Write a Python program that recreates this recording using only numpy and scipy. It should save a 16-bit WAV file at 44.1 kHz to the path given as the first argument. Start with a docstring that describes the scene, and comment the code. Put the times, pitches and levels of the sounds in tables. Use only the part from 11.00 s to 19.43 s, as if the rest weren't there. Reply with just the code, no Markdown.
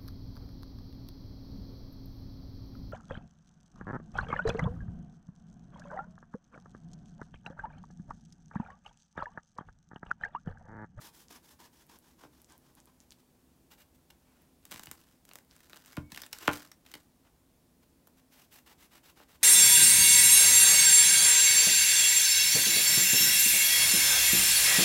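"""In a quiet kitchen, close by, a knife saws through crusty pan-fried bread on a cutting board.
Short strokes finish one cut, rasping as the edge slips over tiny snags, and the moist filling ticks.
The blade is set down again and pressed: the crust crumbles and cracks by brittle fracture, and the
steel squeaks faintly. The edge thuds, then knocks, exciting the modes of the board, and the sawing
resumes. Under it all lie a low rumble and the drone of an appliance."""
import sys
import numpy as np
from scipy import signal
from scipy.fft import rfft, irfft
from scipy.io import wavfile

SR = 44100
rng = np.random.default_rng(int(sys.argv[2]) if len(sys.argv) > 2 else 0)


def wav_record(signal):
    """Record a signal, one row per channel, as 16-bit PCM in the file named by sys.argv[1]."""
    frames = np.transpose(np.atleast_2d(signal))
    bounded = np.clip(frames, -1, 1)
    # unit amplitude maps onto the largest positive 16-bit level
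    quanta = np.round(bounded * 32767).astype(np.int16)
    wavfile.write(sys.argv[1], SR, quanta)


N = 371763
TIME, HZ = np.arange(N) / SR, np.fft.rfftfreq(N, 1 / SR)
TAPS = 4096  # samples in one short pulse
TAP_TIME, TAP_HZ = np.arange(TAPS) / SR, np.fft.rfftfreq(TAPS, 1 / SR)


def amp(db):
    """Decibels as an amplitude ratio."""
    return 10 ** (np.asarray(db) / 20)


def unit_rms(x):
    """Normalisation to an rms of 1."""
    return x / np.sqrt(np.mean(x ** 2) + 1e-20)


def curve_at(points, hz):
    """Interpolation on a logarithmic frequency axis."""
    f, value = np.transpose(points)
    return np.interp(np.log(hz + 1), np.log(f + 1), value)


def add(mix, start_s, sound):
    """Superposition of a sound on a mix, in place."""
    part = mix[max(round(start_s * SR), 0):][:len(sound)]
    part += sound[:len(part)]


def noise(gain, count=N):
    """White noise filtered by a gain at each frequency, at an rms of 1."""
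    return unit_rms(irfft(rfft(rng.standard_normal(count)) * gain, count))


def drift(count, hz):
    """Slow random fluctuation: noise low-passed at hz."""
    return noise(1 / (1 + (np.fft.rfftfreq(count, 1 / SR) / hz) ** 4), count)


def lift(resonances):
    """Resonance: each row adds a bell-shaped peak, in dB, to a spectrum."""
    return sum(db / (1 + (2 * (TAP_HZ - hz) / width) ** 2) for hz, width, db in resonances)


def pulse(db, bass_delay_s=0, bend_hz=70):
    """A causal pulse of given spectrum; dispersion of bending waves in the board can delay its bass."""
    log_gain = np.log(amp(np.maximum(db, db.max() - 100)))
    mirrored = np.r_[log_gain, log_gain[-2:0:-1]]
    minimum_phase = np.conj(signal.hilbert(mirrored))[:len(db)]
    lag = 2 * np.pi * bass_delay_s * bend_hz * np.log(1 + TAP_HZ / bend_hz)
    return irfft(np.exp(minimum_phase - 1j * lag))


def grains(count, per_s, spread_db):
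    """Shot noise: impulses at random times, mostly small and a few large."""
    chance, size, sign = rng.random((count, 3)).T
    size_db = spread_db * np.minimum(-np.log(1 - size), 4)
    return unit_rms((chance < per_s / SR) * amp(size_db) * np.sign(sign - .5))


# The room's noise spectrum. Each row: frequency in Hz, relative density in dB.
ROOM_NOISE = [(13, -47.5), (22, -20), (70, -3.5), (106, -11.5), (155, -5.5), (228, -8.5), (262, -3),
              (300, -13), (335, -11), (407, -15), (467, -15.5), (1040, -22), (1220, -26), (2640, -29.5),
              (15800, -30.5)]
# The drone of an appliance. Each row: centre in Hz, bandwidth in Hz, level in dB.
DRONE_BANDS = [(67, 45, -78), (250, 11, -80), (330.7, 6.6, -83.5)]


def background(air_db=-66.5):
    """Broadband noise gives rumble and hiss; narrowband noise beats within itself as a wavering drone."""
    air = amp(air_db) * noise(amp(curve_at(ROOM_NOISE, HZ)))
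    drone = sum(amp(db) * noise(1 / (1 + (2 * (HZ - hz) / width) ** 2)) for hz, width, db in DRONE_BANDS)
    return air + drone


# Bouts of sawing. Each row: start and end in seconds, period in seconds, share of it spent pushing,
# first level in dB, fade in dB per second, pull relative to push in dB, first tilt in dB per octave.
BOUTS = [(-0.008, 1.66, .296, .44, -54.5, -8, -6.5, .5), (7.654, 8.45, .25, .48, -60, -2, -1.5, 0.6)]


def strokes(turn_s=0.024, pull_tilt=1.1, tilt_per_s=-1.85):
    """Reciprocating motion: push, rest, brighter pull, rest; both strokes dull as the blade sinks."""
    rows = []
    for first, last, period, push_share, first_db, fade, pull_db, first_tilt in BOUTS:
        push_s = period * push_share
        for start in np.arange(first, last, period):
            db = first_db + fade * (start - first)
            tilt = first_tilt + tilt_per_s * (start - first)
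            rows.append((start, push_s - turn_s, db, tilt))
            rows.append((start + push_s, period - push_s - turn_s, db + pull_db, tilt + pull_tilt))
    return rows


# Single drags as the blade is freed, set down or started.
# Each row: start in seconds, length in seconds, level in dB, tilt in dB per octave.
DRAGS = [(1.76, 0.051, -65.5, -2.5), (1.867, 0.041, -67, -3.5), (1.999, 0.053, -73, 1),
         (2.112, 0.019, -59.5, 3), (2.181, 0.037, -70.5, 0.5), (2.701, 0.056, -61.5, 0.8),
         (2.771, 0.066, -63, 1.5), (2.945, 0.019, -67, 3), (3.101, 0.011, -58, 0.5),
         (3.193, 0.34, -75.5, -1.5), (5.398, 0.083, -50, -0.2), (6.241, 0.05, -69.5, -2),
         (6.821, 0.025, -69, 1.1), (7.07, .01, -59.5, 6.5), (7.165, 0.045, -68, 1.3),
         (7.304, 0.17, -62.5, 1.5), (7.505, 0.11, -58.5, 2.5)]
# The rasp in dough, and on crust and board. Each row: frequency in Hz, relative density in dB.
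RASP_IN_DOUGH = [(110, -41), (180, -5), (322, 0.5), (564, -11), (971, 0), (1330, -7.5), (1670, -4.5),
                 (2010, -8.5), (2720, -10.5), (3220, -6.5), (4340, -10), (5330, -7), (8360, -12),
                 (14400, -13), (15800, -14.5)]
RASP_ON_CRUST = [(150, -23.5), (250, -10), (342, -1), (546, -5.5), (857, -0.5), (2000, -3.5), (4000, -8),
                 (9000, -13.5), (15800, -13.5)]
# Resonances of the free steel. Each row: frequency in Hz, bandwidth in Hz, lift in dB.
BLADE_MODES = [(1530, 76, 1), (2820, 170, 3.5), (3780, 170, 2.5), (5070, 500, 1.5), (6040, 200, 2.5),
               (7664, 220, 4), (12000, 350, 4), (13170, 400, 4), (14460, 250, 2.5), (15550, 250, 3.5)]
# The steel rings less once dough grips it. Each row: time in seconds, factor on the lift of its modes.
BLADE_FREEDOM = [(2.8, 1.8), (7.3, 1.15)]


def sawing(new_cut_s=2.5, rise_share=0.2, fall_share=0.29, flutter_db=2.14, gain_db=1):
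    """Sliding friction: the edge slips over countless snags, and the rasp swells with its speed."""
    out = np.zeros(N)
    for start, length, db, tilt in strokes() + list(DRAGS):
        t = np.arange(0, length, 1 / SR)
        if start < new_cut_s:
            colour = curve_at(RASP_IN_DOUGH, TAP_HZ)
        else:
            freedom = np.interp(start, *np.transpose(BLADE_FREEDOM))
            colour = curve_at(RASP_ON_CRUST, TAP_HZ) + freedom * lift(BLADE_MODES)
        colour += tilt * np.log2(np.clip(TAP_HZ, 900, 12000))
        snags = grains(len(t), per_s=16000, spread_db=2.5)
        rasp = unit_rms(signal.fftconvolve(snags, pulse(colour))[:len(t)])
        speed = np.minimum(t / (rise_share * length), 1)
        speed *= np.minimum((length - t) / (fall_share * length), 1)
        gain = amp(db + gain_db + flutter_db * drift(len(t), hz=70))
        add(out, start, gain * rasp * speed / speed.max())
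    return out


# Moist dough letting go of the steel. Each row: start in seconds, envelope peak in dB, pitch in Hz.
TICKS = [(0.2841, -40.5, 5900), (0.8674, -44, 12700), (0.9884, -37.5, 12200), (1.418, -38, 11900),
         (1.4455, -41.5, 6900), (1.4997, -46, 7100), (1.5227, -40.5, 7800), (1.5796, -40, 12400),
         (1.7522, -40.5, 10600), (1.8024, -41, 7020), (1.8568, -40.5, 10800), (2.0033, -40, 6640),
         (2.1071, -36.5, 6500), (2.1211, -38.5, 3930), (2.1268, -47, 9900), (3.4204, -43, 14600),
         (4.5114, -41.5, 4800)]


def ticking(decay_cycles=1.03, second_db=-13, second_s=0.0079):
    """Film rupture: a wet film bursts and rings briefly, then the rest of it lets go more weakly."""
    out = np.zeros(N)
    for start, db, hz in TICKS:
        age = TAP_TIME * hz / decay_cycles
        envelope = 2 * age * np.exp(1 - 2 * age)
        tick = amp(db) * envelope * np.sin(2 * np.pi * hz * TAP_TIME)
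        add(out, start, tick)
        add(out, start + second_s * rng.uniform(0.55, 1.4), amp(second_db) * tick)
    return out


# Waves returning from the rim of the board. Each row: delay in seconds, gain in dB.
RIM_ECHOES = [(.0034, -15), (0.0119, -12.5)]
# Modes of board and blade. Each row: frequency in Hz, dB over the direct blow, 60 dB decay in seconds.
BOARD_MODES = [(136, 3, 0.13), (298, 7, 0.2), (458, -1.5, .2), (630, 0.5, 0.37), (866, -5, .2),
               (1035, 3, 0.066), (1190, -3, 0.26), (1336, -10, 0.19), (1572, -6.5, .17), (1780, -5.5, .2),
               (2429, 0.5, 0.16), (2650, -0.5, 0.2), (3190, 2, 0.25)]
# Broad resonances of a blow on wood. Each row: frequency in Hz, bandwidth in Hz, lift in dB.
WOOD_RESONANCES = [(248, 140, 2), (1420, 270, 7.5), (2885, 1000, 5)]
# The edge meets the board. Each row: start in seconds, peak of the direct blow in dB,
# treble corner in Hz (higher is harder), bass corner in Hz (higher is lighter).
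KNOCKS = [(1.218, -57, 1000, 600), (1.236, -46, 850, 250), (1.25, -49.5, 610, 70), (3.738, -52.5, 160, 70),
          (3.872, -52.5, 161, 70), (4.7307, -45.5, 1300, 250), (4.972, -32.5, 1110, 1400),
          (4.9745, -30, 195, 70), (5.121, -50, 200, 90), (5.4789, -11, 1670, 94.7), (5.952, -49, 600, 100),
          (7.072, -55, 790, 1200), (8.201, -48, 1000, 150)]


def knocking(rolloff_order=2.32, click_db=-29):
    """Impact: a blow disperses into a falling chirp, echoes and excites modes; soft ones lack treble."""
    out, t = np.zeros(N), np.arange(SR // 2) / SR
    board = np.zeros(len(t))
    for delay, echo_db in [(0, 0), *RIM_ECHOES]:
        add(board, delay, amp([echo_db]))
    for hz, mode_db, t60 in BOARD_MODES:
        damping = np.log(1000) / t60
        board += amp(mode_db) * 2 * damping / SR * np.exp(-damping * t) * np.cos(2 * np.pi * hz * t)
    for start, db, treble_hz, bass_hz in KNOCKS:
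        click = amp(click_db) * (treble_hz / 1750) ** 2
        force = 1 / np.sqrt(1 + (TAP_HZ / treble_hz) ** (2 * rolloff_order)) + click
        radiated = force * (TAP_HZ + 1) / np.hypot(TAP_HZ, bass_hz)
        radiated *= (TAP_HZ + 1) / np.hypot(TAP_HZ, 50)  # the board is too small to radiate deep bass
        blow = pulse(20 * np.log10(radiated) + lift(WOOD_RESONANCES), bass_delay_s=0.027)
        add(out, start, amp(db) * signal.fftconvolve(blow / abs(blow).max(), board))
    return out


# Shoves on the blade. Each row: start in seconds, end in seconds, level of the crumbling in dB.
SHOVES = [(3.622, 4.112, -68.5), (3.703, 3.788, -56.5), (4.27, 4.34, -66), (4.49, 4.67, -66),
          (4.7, 4.97, -62), (5.096, 5.24, -58.5), (5.314, 5.42, -57), (5.5, 5.593, -48.5),
          (5.843, 5.97, -62)]
# The spectrum of crumbs breaking. Each row: frequency in Hz, relative density in dB.
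CRUMB_SPECTRUM = [(180, -34), (300, 1), (372, -6), (1250, -2), (1680, -1), (2510, -6), (4950, -3.5),
                  (15800, -9)]


def crumbling(rise_s=0.015, release_s=0.04, flake_hz=2400, flake_width_hz=700, flake_db=8):
    """Microfracture: clumps of snaps follow the pressure; each size of crumb rings at its own pitch."""
    pressure = np.zeros(N)
    for start, end, db in SHOVES:
        rise = np.clip((TIME - start) / rise_s, 0, 1)
        pressure += amp(db) * rise * np.exp(-np.maximum(TIME - end, 0) / release_s)
    clumps = amp(3.5 * drift(N, hz=70))
    crumbs = np.zeros(N)
    for hz in flake_hz * 2 ** np.linspace(-1, 1, 8):
        snaps = grains(N, per_s=110, spread_db=3) * clumps
        flake = lift([(hz, flake_width_hz, flake_db)])
        colour = curve_at(CRUMB_SPECTRUM, TAP_HZ) + lift(BLADE_MODES) + flake
        crumbs += signal.oaconvolve(snaps, pulse(colour, bass_delay_s=0.01823))[:N]
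    return pressure * unit_rms(crumbs)


# The loudest fractures. Each row: start in seconds, level in dB, brittleness as extra treble in dB.
CRACKS = [(3.6533, -48.5, 6.5), (3.7129, -44, 4), (3.7183, -41, -2), (3.7243, -41.5, -3), (3.743, -45.5, 2),
          (3.7604, -46, -4), (3.7954, -43.5, -4), (3.835, -44, 6), (3.8583, -47.5, 10), (3.8707, -46, -10),
          (3.9137, -38.5, 5), (4.2523, -55.5, 6), (4.291, -54, 2), (4.313, -51.5, -24), (4.335, -49.5, 5),
          (4.356, -43.5, 2), (4.3867, -52, 0), (4.5646, -55.5, 3), (4.6052, -56.5, -1), (4.6973, -55, 1),
          (4.732, -46.5, -11), (4.76, -53, 0), (4.86, -52, 5), (4.9685, -43.5, -6.5), (5.1194, -41.5, -1.5),
          (5.1456, -44.5, -2), (5.161, -44.5, -0.5), (5.1749, -38.5, -3), (5.2181, -39.5, 6),
          (5.2349, -44, -11.5), (5.2627, -47.5, 5.5), (5.3288, -34.5, 1), (5.3863, -46, 6.5),
          (5.4755, -33, -4.5), (5.532, -36, 1.5), (5.6016, -55, -18), (5.716, -47.5, -0.5),
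          (5.8628, -53, -4), (5.9156, -51, 4), (5.939, -40.5, -1), (5.9519, -47, -1)]


def cracking(top_until_s=5, base_from_s=5.15, splinter_s=0.0028, flake_width_hz=600, flake_db=7):
    """Brittle fracture: the thin top crust snaps cleanly, the thick base splinters; each flake rings."""
    out = np.zeros(N)
    crossing = (top_until_s, base_from_s)  # the pairs below are (top crust, base)
    for start, db, brittle_db in CRACKS:
        body_db = np.interp(start, crossing, (3.5, -3.5))
        treble_db = np.interp(start, crossing, (-4, -8)) + brittle_db
        splinter_share = np.interp(start, crossing, (0.29, 0.94))
        flake_hz = np.interp(start, crossing, (2560, 4165)) * 2 ** rng.uniform(-0.6, 0.6)
        spectrum = [(60, body_db - 17), (200, body_db - 1.5), (450, body_db - 6.5), (1000, body_db - 4),
                    (1600, -0.5), (2700, -5), (4400, -5), (6500, treble_db), (15000, treble_db - 2.5)]
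        flake = lift([(flake_hz, flake_width_hz, flake_db)])
        colour = curve_at(spectrum, TAP_HZ) + 0.44 * lift(BLADE_MODES) + flake
        spray = grains(TAPS, per_s=6400, spread_db=4.5) * np.exp(-TAP_TIME / splinter_s)
        spray *= np.sqrt(splinter_share) / np.linalg.norm(spray)
        spray[0] += np.sqrt(1 - splinter_share)  # the first break takes the remaining energy
        crack = signal.fftconvolve(spray, pulse(colour, bass_delay_s=0.018))
        crack *= np.sqrt(0.0044 * SR) / np.linalg.norm(crack)  # the energy of 4.4 ms at an rms of 1
        add(out, start, amp(db) * crack)
    return out


# The squeak of the sinking blade. Each row: time in seconds, level in dB.
SQUEAK_LEVELS = [(4.88, -98), (4.94, -72), (5.02, -84), (5.06, -71), (5.11, -74)]


def squeaking(mode_hz=2230, waver=0.0047, flutter_db=2):
    """Friction-induced vibration: rubbing keeps one mode of the blade singing faintly."""
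    times, db = np.transpose(SQUEAK_LEVELS)
    envelope = np.interp(TIME, times, amp(db), left=0, right=0)
    cycles = np.cumsum(mode_hz * (1 + waver * drift(N, hz=60))) / SR
    flutter = amp(flutter_db * drift(N, hz=40))
    return envelope * flutter * unit_rms(np.sin(2 * np.pi * cycles))


# The kitchen's reverberation time. Each row: frequency in Hz, 60 dB decay in seconds.
KITCHEN_T60 = [(100, .3), (400, 0.27), (1500, 0.16), (5000, 0.13), (15000, 0.23)]


def kitchen(sound, gap_s=0.0063, dull_hz=9000):
    """Reverberation: dense, slightly dull reflections follow a gap, each band dying at its own rate."""
    t = np.arange(SR // 2) / SR
    reflections = grains(len(t), per_s=4000, spread_db=2) * (t > gap_s)
    hz, age, bands = signal.stft(reflections, SR, nperseg=256)
    decay = amp(-60 * age / curve_at(KITCHEN_T60, hz)[:, None])
    lowpass = 1 / np.hypot(1, hz / dull_hz)[:, None]
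    tail = signal.istft(bands * decay * lowpass, SR, nperseg=256)[1]
    return signal.oaconvolve(sound, tail / np.linalg.norm(tail))[:N]


def scene(bread_room_db=-11, board_room_db=-12):
    """Superposition: the direct sound of knife, bread and board, its reverberation and the background."""
    bread = sawing() + ticking() + crumbling() + cracking() + squeaking()
    board = knocking()
    room = kitchen(amp(bread_room_db) * bread + amp(board_room_db) * board)
    return (background() + bread + board + room)[None]


def record(dry, cutoff_hz=15900):
    """Band limiting: a steep low-pass filter removes the highest treble."""
    lowpass = signal.firwin(301, cutoff_hz, window=("kaiser", 8), fs=SR)
    return signal.oaconvolve(dry, lowpass[None], "same")


dry = scene()
out = record(dry)
wav_record(out)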